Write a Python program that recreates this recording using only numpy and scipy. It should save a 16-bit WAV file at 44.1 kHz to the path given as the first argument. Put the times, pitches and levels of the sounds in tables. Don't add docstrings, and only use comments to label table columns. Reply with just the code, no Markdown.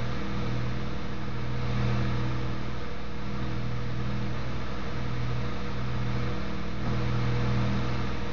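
import sys
import numpy as np
from scipy import signal
from scipy.fft import rfft, irfft
from scipy.io import wavfile

SR = 44100
rng = np.random.default_rng(int(sys.argv[2]) if len(sys.argv) > 2 else 0)


def inscribe(sig):
    pcm = np.round(np.clip(np.atleast_2d(sig).T, -1, 1) * 32767)
    wavfile.write(sys.argv[1], SR, pcm.astype(np.int16))


N = 366946
TIME = np.arange(N) / SR
BINS = np.fft.rfftfreq(N, 1 / SR)


def fan_drone(turns, second_fan_hz=40.065, mains_hz=60.0):
    # multiple of the speed, fan level in dB, hum level in dB.
    hum_beats = [(3, -37, -40.5), (6, -51, -63), (9, -58, -64.5)]
    # multiple of the speed, main fan in dB, second fan in dB.
    fan_beats = [(4, -58.5, -47.5), (7, -61, -61)]
    # time in seconds, level in dB.
    fifth_order = [(0.0, -44.5), (0.32, -40), (0.64, -43.5), (1.28, -40), (1.6, -44.5), (2.08, -37.5),
                   (2.16, -43.5), (2.72, -41.2), (2.88, -48), (3.28, -38.5), (3.84, -44), (4.24, -35),
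                   (4.4, -46.5), (6.8, -39.5), (7.2, -43.5), (7.76, -36), (7.84, -45), (8.32, -44)]
    # time in seconds, level in dB.
    eighth_order = [(0.0, -58), (0.24, -47), (1.45, -47), (1.57, -60), (2.29, -44.5), (3.01, -54),
                    (3.5, -40.5), (3.74, -58.3), (3.98, -46), (5.31, -54.5), (5.91, -50), (6.03, -59),
                    (6.27, -47.5), (8.32, -49.5)]
    # multiple of the speed, level in dB.
    overtones = [(2, -51), (12, -49), (13, -61.5), (15, -59.5), (16, -59.5), (18, -59.5)]
    second_turns = second_fan_hz * TIME
    hum_turns = 2 * mains_hz * TIME / 3
    drone = throb(turns, hum_turns, hum_beats, dip_s=0.25, waver=0.034, waver_hz=2.5)
    drone += throb(turns, second_turns, fan_beats, dip_s=0.016, waver=0.097, waver_hz=1.1)
    for order, levels in (5, fifth_order), (8, eighth_order):
        drone += gain_of(curve(levels)) * tone(order * second_turns, waver=0.1, waver_hz=2.7)
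    return drone + sum(gain_of(db) * tone(k * turns, waver=0.15, waver_hz=1.4) for k, db in overtones)


def throb(turns, steady_turns, pairs, dip_s, waver, waver_hz):
    lag = steady_turns - turns
    lag -= np.interp(dip_s, TIME, lag)
    out = np.zeros(N)
    for order, fan_db, steady_db in pairs:
        pair = gain_of(fan_db) - gain_of(steady_db) * np.exp(2j * np.pi * order * lag)
        out += np.sqrt(2) * (pair * wavering_phasor(order * turns, waver, waver_hz)).real
    return out


def air_hiss(turns, level_db=-39.0, blade_chop=0.046, wobble=0.015, flutter_db=0.32):
    # frequency in Hz, relative level in dB.
    air_colour = [(20, -9.5), (47, -12), (70, 0.5), (150, -6), (250, -4.5), (375, -10.5), (780, -14.5),
                  (1450, -15.5), (2300, -19.5), (3200, -21.5), (4400, -25.5), (5700, -28), (6400, -33.5),
                  (7050, -45.5)]
    # centre in Hz, width in Hz, lift in dB.
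    resonances = [(318, 9, 5.5), (468, 55, 9.5), (528, 38, 5), (599, 62, 3.5), (640, 13, 3.5), (685, 71, 6),
                  (863, 47, 7), (929, 27, 8.5), (1016, 112, 4.5), (1174, 150, 7.5), (1274, 93, 8),
                  (1360, 49, 9), (1535, 69, 6), (1706, 160, 6.5), (1860, 89, 5), (1935, 46, 5.5),
                  (2052, 54, 5.5), (2163, 79, 8.5), (2266, 56, 9), (2357, 37, 8), (2464, 144, 3.5),
                  (2647, 91, 6), (2870, 30, 3), (3010, 87, 1), (3650, 354, 5.5), (3965, 320, 4.5),
                  (4200, 176, 5), (4520, 85, 3.5), (4851, 215, 2), (5142, 115, 4)]
    lift_db = sum(db * np.exp(-(2 * (BINS - hz) / width) ** 2) for hz, width, db in resonances)
    angle = 2 * np.pi * turns
    pulsing = 1 + blade_chop * np.cos(3 * angle) + wobble * np.cos(angle)
    rush = noise(colour(air_colour) + lift_db + echo_ripple())
    return gain_of(level_db + flutter_db * drift(rate_hz=4.6)) * pulsing * rush


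def fume_puff(rise_s=0.0064, thump_db=-1.0, thump_hz=120.3, heave_hz=23.0):
    # start in seconds, gain in dB, decay in seconds.
    bursts = [(6.795, -44, 0.037), (6.855, -25.5, 0.031), (6.92, -38, .035)]
    # frequency in Hz, relative level in dB.
    flame_colour = [(10, -7), (30, -5), (70, -5), (140, 0.5), (260, -8), (600, -13), (1100, -24),
                    (4000, -61)]
    roar = noise(colour(flame_colour))
    out = np.zeros(N)
    for start, db, decay in bursts:
        age = np.maximum(TIME - start, 0)
        envelope = np.minimum(age / rise_s, 1) * np.exp(-age / decay)
        thump = gain_of(thump_db) * np.sin(2 * np.pi * thump_hz * age)
        heave = np.sin(2 * np.pi * heave_hz * age)
        out += gain_of(db) * envelope * (roar + thump - heave)
    return out


def motor(shaft_hz=58.85, level_db=-41.0):
    # frequency in Hz, level in dB.
    faint_tones = [(17.1, -63.5), (117.7, -56), (133, -53), (186.5, -54.5), (214.3, -60), (306.8, -60.5)]
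    shaft = gain_of(level_db) * tone(shaft_hz * TIME, waver=0.036, waver_hz=2.4)
    return shaft + sum(gain_of(db) * tone(hz * TIME, waver=0.96, waver_hz=0.93) for hz, db in faint_tones)


def echo_ripple():
    delays_s = rng.uniform(0.004, 0.035, 24)
    ripple = sum(np.cos(2 * np.pi * (BINS * delay + rng.random())) for delay in delays_s)
    return evened(ripple) * np.interp(BINS, [2000, 3200], [0, 1])


def tone(cycles, waver, waver_hz):
    return evened(wavering_phasor(cycles, waver, waver_hz).real)


def wavering_phasor(cycles, waver, waver_hz):
    wander = 1 + waver * (drift(waver_hz) + 1j * drift(waver_hz))
    return wander * np.exp(2j * np.pi * (cycles + rng.random()))


def drift(rate_hz):
    return noise(-10 * np.log10(1 + (BINS / rate_hz) ** 4) - 200 * (BINS == 0))


def noise(shape_db):
    return evened(irfft(rfft(rng.standard_normal(N)) * gain_of(shape_db), N))


def colour(points):
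    hz, db = np.transpose(points)
    return np.interp(np.log(BINS + 1), np.log(hz + 1), db)


def curve(rows):
    return np.interp(TIME, *np.transpose(rows))


def evened(x):
    return x / np.sqrt(np.mean(x ** 2) + 1e-20)


def gain_of(db):
    return 10 ** (np.asarray(db) / 20)


def scene(drone_swell=1.15):
    # time in seconds, turns per second.
    fan_speed = [(0.0, 40.412), (0.6, 40.506), (1.2, 40.209), (1.8, 40.137), (2.6, 40.153), (3.4, 40.175),
                 (4.3, 40.191), (4.9, 40.251), (5.4, 40.52), (6.1, 40.358), (6.8, 40.222), (7.5, 40.151),
                 (8.32, 40.171)]
    # time in seconds, lift in dB.
    swell = [(0, 1.3), (0.25, 0.3), (0.42, 1.0), (1.36, -2), (1.84, 3.3), (2.4, 0.5), (3.1, -3),
             (3.45, -0.5), (3.85, -1.5), (4.93, 0.54), (5.15, -0.7), (5.42, 0.9), (5.97, -0.5), (6.2, 1.6),
             (6.78, -1.2), (6.9, 2), (7.62, 3.5), (8.32, 0.6)]
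    turns = np.cumsum(curve(fan_speed)) / SR
    swell_db = curve(swell)
    drone = gain_of(drone_swell * swell_db) * fan_drone(turns)
    bed = gain_of(swell_db) * (air_hiss(turns) + motor())
    return (drone + bed + fume_puff())[None]


def record(dry, edge_hz=7170, offset=0.0409):
    low_pass = signal.firwin(1023, edge_hz, window=("kaiser", 9), fs=SR)
    return signal.oaconvolve(dry, low_pass[None], "same") + offset


dry = scene()
out = record(dry)
inscribe(out)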